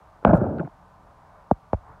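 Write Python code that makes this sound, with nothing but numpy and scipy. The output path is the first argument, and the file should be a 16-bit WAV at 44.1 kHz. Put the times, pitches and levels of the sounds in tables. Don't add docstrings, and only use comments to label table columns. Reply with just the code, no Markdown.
import sys
import numpy as np
from scipy import signal
from scipy.fft import rfft, irfft, next_fast_len
from scipy.io import wavfile
from scipy.ndimage import uniform_filter1d, minimum_filter1d, map_coordinates

SR = 44100
rng = np.random.default_rng(int(sys.argv[2]) if len(sys.argv) > 2 else 0)


def undo_db(level):
    steps = np.asarray(level, float) / 20
    return 10 ** steps


def master_out(mix):
    frames = np.transpose(np.atleast_2d(mix))
    ceiling = np.clip(frames, -1, 1)
    pcm = np.round(ceiling * 32767).astype(np.int16)
    wavfile.write(sys.argv[1], SR, pcm)


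N = 88200
M = next_fast_len(N + 8192)
HZ = np.fft.rfftfreq(M, 1 / SR)
T = np.arange(N) / SR


def unit(x):
    return x / np.sqrt(np.mean(x ** 2) + 1e-20)


def colour(points):
    hz, db = np.transpose(points)
    return undo_db(np.interp(np.log(HZ + 1), np.log(hz + 1), db, left=-120, right=-120))


def curves(rows):
    s, *columns = np.transpose(rows)
    return [np.interp(T, s, column, left=-120, right=-120) for column in columns]


def wobble(rate):
    knots = rng.standard_normal(int(N * rate / SR) + 4)
    return map_coordinates(knots, [np.arange(N) * rate / SR])


def filtered(x, gain):
    return irfft(rfft(x, M) * gain, M)[:N]


def noise(points):
    return unit(filtered(rng.standard_normal(N), colour(points)))


def swell(centre_s, width_s):
    return np.exp(-.5 * ((T - centre_s) / width_s) ** 2)


def resonance(hz, above_oct, below_oct=None):
    octaves = np.log2((HZ + 1) / hz)
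    width = np.where(octaves > 0, above_oct, below_oct or above_oct)
    return np.exp(-.5 * (octaves / width) ** 2)


def peak(response):
    return response * M / (2 * abs(response).sum())


def at(s):
    return np.exp(-2j * np.pi * HZ * s)


def causal(gain):
    cepstrum = irfft(np.log(gain + 1e-5), M)
    k = np.arange(M)
    fold = np.where(k < M / 2, 2, 0) / np.where(k == 0, 2, 1)
    return np.exp(rfft(cepstrum * fold))


# (time [s], level [dB])
DIESEL = [
    (0, -55.5),
    (.7, -56),
    (1.15, -56),
    (1.36, -54),
    (1.602, -57.5),
    (1.859, -54),
    (1.898, -49),
    (2.0, -56.5),
]
# (frequency [Hz], density [dB per Hz])
DRONE = [(15, -31), (25, -4), (157, -7), (184, -6.5), (205, -13.5), (252, -14.5), (380, -21), (450, -13),
         (580, -55.5), (990, -120)]
# (frequency [Hz], density [dB per Hz])
FAN = [(190, -37.5), (330, -13), (385, -28), (603, -1), (1030, 0.5), (1110, -5), (1170, -2.5),
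       (1900, -17.5), (3500, -56), (4550, -73), (7700, -120)]
# (frequency [Hz], level [dB])
WHINE = [(37.7, -66.5), (80.7, -66), (543.7, -73), (775.2, -70), (952.8, -82), (1055, -70.5), (1179, -72),
         (1502, -77.5), (2223, -92)]
DRONE_DB, DRONE_GROWS = -2, 1.2
STRAIN_S, STRAIN_WIDTH_S, STRAIN_HZ, STRAIN_DB = 1.33, .09, 2223, -75.5


def excavator():
    s, db = np.transpose(DIESEL)
    load_db = np.interp(T, s, db)
    roar = undo_db(load_db + 0.4 * wobble(4.2) + 0.52 * wobble(35)) * noise(FAN)
    drone_db = db.mean() + DRONE_DB + DRONE_GROWS * (load_db - db.mean())
    drone = undo_db(drone_db + 1.5 * wobble(12)) * noise(DRONE)
    tones = 0
    for hz, level_db in WHINE:
        phase = 2 * np.pi * hz * T + 2.43 * wobble(15)
        tones = tones + undo_db(level_db + 4.5 + 4.3 * wobble(5.7)) * np.sin(phase)
    strain_phase = 2 * np.pi * STRAIN_HZ * T + 2.5 * wobble(25)
    strain = undo_db(STRAIN_DB + 3 * wobble(20)) * swell(STRAIN_S, STRAIN_WIDTH_S) * np.sin(strain_phase)
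    return roar + drone + tones + strain


# (time [s], level [dB], centre [Hz], width [octaves])
TICKS = [(0.2259, -46.5, 1096, 0.48), (0.2387, -38.5, 1090, 0.42), (0.2492, -12.5, 1300, 0.27),
         (.2508, -16, 480, .3), (0.4188, -32, 851, .3), (.675, -46, 1485, 0.22), (.6748, -35.5, 760, .22),
         (.613, -30, 850, .15), (.646, -40, 850, .2), (.6295, -36, 850, .15), (.297, -18, 850, .12),
         (1.742, -25, 620, .33), (.3335, -17, 760, .2), (.2735, -20, 800, .13), (1.762, -40, 70, .3),
         (1.5125, -11.5, 706, 0.23), (1.516, -27, 427, 0.12), (1.523, -38, 600, .2),
         (0.3333, -45.5, 3190, 0.3), (.5845, -52, 2700, 0.23), (0.3318, -50.5, 4380, 0.39),
         (0.3359, -39, 2470, 0.3), (.5843, -53, 3970, 0.16), (0.585, -45.5, 1750, 0.28),
         (.5962, -46, 2520, 0.19), (.597, -38.5, 1636, 0.18), (0.6016, -30.5, 1430, 0.18),
         (.6015, -53.5, 3260, 0.31), (.607, -53, 2330, 0.11), (0.649, -48, 1500, 0.27),
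         (1.511, -57, 3500, 0.2), (.599, -47.5, 2280, 0.34), (1.5122, -45, 2260, 0.21),
         (1.7308, -31.5, 1730, 0.49), (1.7314, -45.5, 4200, 0.35), (1.7418, -46, 2170, 0.26),
         (1.7415, -52.5, 5000, 0.5), (1.888, -57, 800, 0.71)]


def ticks():
    total = sum(undo_db(db) * peak(resonance(hz, width)) * at(s) for s, db, hz, width in TICKS)
    return irfft(total, M)[:N]


# (time [s], knock [dB], knock tilt [dB per octave], thud pitch [Hz], thud [dB])
BLOWS = [(.2265, -36, 0.5, 381, -41), (0.237, -41, -0.5, 299, -43), (0.2485, 1.5, 5.5, 205, -7.5),
         (0.2656, -15.5, -0.3, 70, -14.5), (.3315, -11, 0.5, 332, -12.5), (.3347, -15, 8, 95, -13.5),
         (.3372, -30, 0, 150, -13), (.4185, -24.5, -4.5, 110, -21), (.394, -36.5, 0, 90, -32),
         (.5955, -31.5, 1.5, 307, -31), (1.5107, -3.5, -0.2, 87, -23.5), (1.5131, -31.5, -3.8, 192.3, -8.5),
         (1.7304, -5.5, -0.5, 223, -15), (1.7319, -39.5, -0.5, 76.6, -17.5),
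         (1.7411, -21.5, -0.5, 119.5, -23.5)]
# (frequency [Hz], level [dB])
KNOCK = [(60, -59), (200, -17), (420, 0), (680, 2.5), (950, -4), (1300, -14), (1650, -23.5), (1900, -45.5)]
KNOCK_HZ = 700
THUD_OCT, THUD_BELOW_OCT = 0.43, 0.79
ECHO_S, ECHO_SHARE = 0.00352, 0.19


def blows():
    knock, total = causal(colour(KNOCK)), 0
    for s, knock_db, tilt_db, thud_hz, thud_db in BLOWS:
        thud = peak(resonance(thud_hz, THUD_OCT, THUD_BELOW_OCT))
        tilt = undo_db(tilt_db * np.log2((HZ + 50) / KNOCK_HZ))
        total = total + (undo_db(thud_db) * thud + undo_db(knock_db) * peak(knock * tilt)) * at(s)
    return irfft(total * (1 + ECHO_SHARE * at(ECHO_S)), M)[:N]


# (frequency [Hz], level [dB])
SNAP = [(1200, -17.5), (1850, -3), (2400, 1), (3300, -8), (4500, -28), (5300, -48.5), (7000, -44.5),
        (15700, -64)]
CRACK_S, CRACK_DB = .2494, -16


def timber_snap():
    return irfft(undo_db(CRACK_DB) * peak(colour(SNAP)) * at(CRACK_S), M)[:N]


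# (time [s], level [dB], brightness [dB])
TUMBLE = [
    [(.254, -17, -2), (.266, -17.5, 3.5), (.3, -16, 3), (.312, -20, 7.5), (.324, -20, -2.5),
     (.336, -18, -3)],
    [(.336, -16.5, 4), (.372, -26, 2.5), (.41, -20.5, -3.5), (.45, -22.5, -2), (.55, -24, -8),
     (.585, -25.5, -4.5), (.655, -34, -3.5), (.679, -41, -4.5), (.688, -66, -2.5)],
]
# (frequency [Hz], level [dB])
LUMPS = [(25, -42), (45, -16), (90, -5), (200, -3), (350, -6.5), (500, -12.5), (800, -39)]
# (frequency [Hz], level [dB])
CHIPS = [(150, -52.5), (330, -16), (450, -6), (600, -1.5), (850, -3), (1050, -14), (1500, -45.5)]
# (frequency [Hz], level [dB])
FLAKES = [(700, -26), (1000, -5), (1350, 3.5), (1650, -4.5), (1900, -24), (2600, -27.5), (4500, -55.5)]
STONES_PER_S, STONE_SPREAD_DB = 2500, 2.5
FLAKES_DB, FLAKES_FADE_DB_PER_S, CLUMP_DB = -18.5, 14.5, 1.1


def rubble():
    out = np.zeros(N)
    since_start = T - TUMBLE[0][0][0]
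    flakes_db = FLAKES_DB - FLAKES_FADE_DB_PER_S * since_start + CLUMP_DB * wobble(70)
    for surge in TUMBLE:
        level_db, bright_db = curves(surge)
        layers = (LUMPS, -7.5), (CHIPS, bright_db - 10.5), (FLAKES, bright_db + flakes_db)
        for shape, extra_db in layers:
            hits = (rng.random(N) < STONES_PER_S / SR) * rng.standard_normal(N)
            stones = hits * undo_db(STONE_SPREAD_DB * rng.exponential(size=N))
            scale = np.std(filtered(stones, colour(shape)))
            out += filtered(stones * undo_db(level_db + extra_db), colour(shape)) / scale
    return out


# (time [s], width [s], level [dB])
GRIT = [
    (0.28, 0.014, -50.5),
    (0.336, 0.0047, -46.5),
    (.655, 0.01, -68.5),
]
# (frequency [Hz], level [dB])
SHARDS = [(1700, -27.5), (2200, 2), (2550, -7.5), (2900, -21.5), (4200, -32.5), (6000, -47.5)]


def grit():
    return sum(undo_db(db) * swell(s, width) for s, width, db in GRIT) * noise(SHARDS)


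# (time [s], length [s], level [dB])
RATTLES = [
    (.264, .046, -68),
    (.331, .054, -67),
]
# (frequency [Hz], level [dB])
DUST = [(2000, -15.5), (3000, -7), (9000, -9.5), (15500, -15.5)]


def dust():
    gate = 0
    for s, length, db in RATTLES:
        gate = gate + undo_db(db) * np.clip(np.minimum(T - s, s + length - T) / .003, 0, 1)
    return gate * undo_db(1.1 * wobble(120)) * noise(DUST)


# (time [s], level [dB], pitch [Hz])
TIMBER = [(0.2679, -12, 671), (0.2769, -15, 572), (0.2844, -19.5, 645), (0.2913, -14.5, 619),
          (0.3083, -12, 645), (0.3337, -11, 619), (0.3447, -22.5, 671), (0.3507, -20.8, 528),
          (0.3687, -24, 619), (0.3776, -22.5, 572), (0.3986, -26.5, 508), (0.4185, -21.5, 595),
          (0.4335, -22, 595), (0.4425, -25, 550), (0.4649, -25.9, 671), (0.4679, -24.5, 416),
          (0.4779, -30.5, 550), (0.4929, -28, 550), (0.5049, -29.5, 619), (0.5118, -31.5, 416),
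          (0.5198, -28, 572), (0.5278, -42, 960), (0.5358, -30, 595), (0.5483, -33, 645),
          (0.5582, -34, 488), (0.5677, -29.5, 595), (0.5817, -36, 433), (0.5996, -31, 572),
          (0.6121, -24.5, 595), (0.6291, -29.5, 671), (0.647, -41.5, 645), (0.675, -39, 698)]
# (time [s], level [dB], pitch [Hz])
BRICKS = [(0.2679, -14, 218), (0.2908, -12.5, 203), (0.3023, -19, 111), (0.3322, -10.5, 305),
          (0.3377, -10, 178), (0.3801, -24, 249), (0.3851, -22.5, 119), (0.4156, -22, 373),
          (0.4176, -18.5, 190), (0.4545, -25, 373), (0.4545, -22.5, 218), (0.4764, -31, 97),
          (0.4824, -23.5, 267), (0.4954, -25.5, 203), (0.5103, -28, 285), (0.5118, -29.5, 155),
          (0.5383, -24.5, 218), (0.5557, -28.5, 249), (0.5717, -33.2, 90), (0.6006, -21, 166),
          (0.6016, -23.5, 349), (0.64, -35.8, 349), (0.642, -28.5, 145), (0.651, -34.3, 267),
          (0.675, -42.5, 326)]
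# (time [s], level [dB], pitch [Hz])
SLATES = [(0.2699, -28.5, 1339), (0.2734, -27, 1024), (0.2893, -34, 1549), (0.3003, -30.5, 1339),
          (0.3078, -30.5, 1339), (0.3362, -21.5, 1049), (0.3547, -31.5, 1405), (0.3687, -30, 1339),
          (0.3781, -34, 1339), (0.4096, -41, 1405), (0.4161, -40.5, 1440), (0.4176, -40, 1185),
          (0.435, -40, 1306), (0.4899, -44, 1339), (0.5852, -40, 1475), (0.5971, -31, 1440),
          (0.6101, -42, 1102), (0.65, -46.5, 1512), (0.6685, -49, 1075), (0.679, -52, 1049)]
TIMBER_OCT, BRICK_OCT, SLATE_OCT = 0.12, 0.17, 0.075


def ringing_pieces():
    total = 0
    for rows, width in (TIMBER, TIMBER_OCT), (BRICKS, BRICK_OCT), (SLATES, SLATE_OCT):
        for s, db, hz in rows:
            total = total + undo_db(db) * peak(resonance(hz, width)) * at(s)
    return irfft(total, M)[:N]


def scene():
    impacts = ticks() + blows() + timber_snap()
    pour = rubble() + grit() + dust() + ringing_pieces()
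    return (excavator() + impacts + pour)[None]


def low_pass(x):
    return signal.sosfilt(signal.butter(12, 15750, fs=SR, output="sos"), x)


# (frequency [Hz], density [dB per Hz])
HISS = [(1200, -25.5), (2200, 8), (3000, 3.5), (4500, 1), (7000, -3.5), (10000, -7), (15800, -13)]
HISS_DB, LOW_CUT_HZ = -74, 36
SMEAR_CYCLES, SMEAR_HZ = 1.3, 25
LIMIT, LIMIT_SPAN = .92, 131


def record(dry):
    smear = np.exp(-2j * np.pi * SMEAR_CYCLES * np.log((HZ + 1) / SMEAR_HZ))
    low_cut = 1 / np.sqrt(1 + (LOW_CUT_HZ / (HZ + 1)) ** 8)
    x = filtered(dry[0], smear * low_cut) + undo_db(HISS_DB) * noise(HISS)
    needed_gain = LIMIT / np.maximum(abs(x), LIMIT)
    x = x * uniform_filter1d(minimum_filter1d(needed_gain, LIMIT_SPAN), LIMIT_SPAN)
    return low_pass(x[None])


dry = scene()
out = record(dry)
master_out(out)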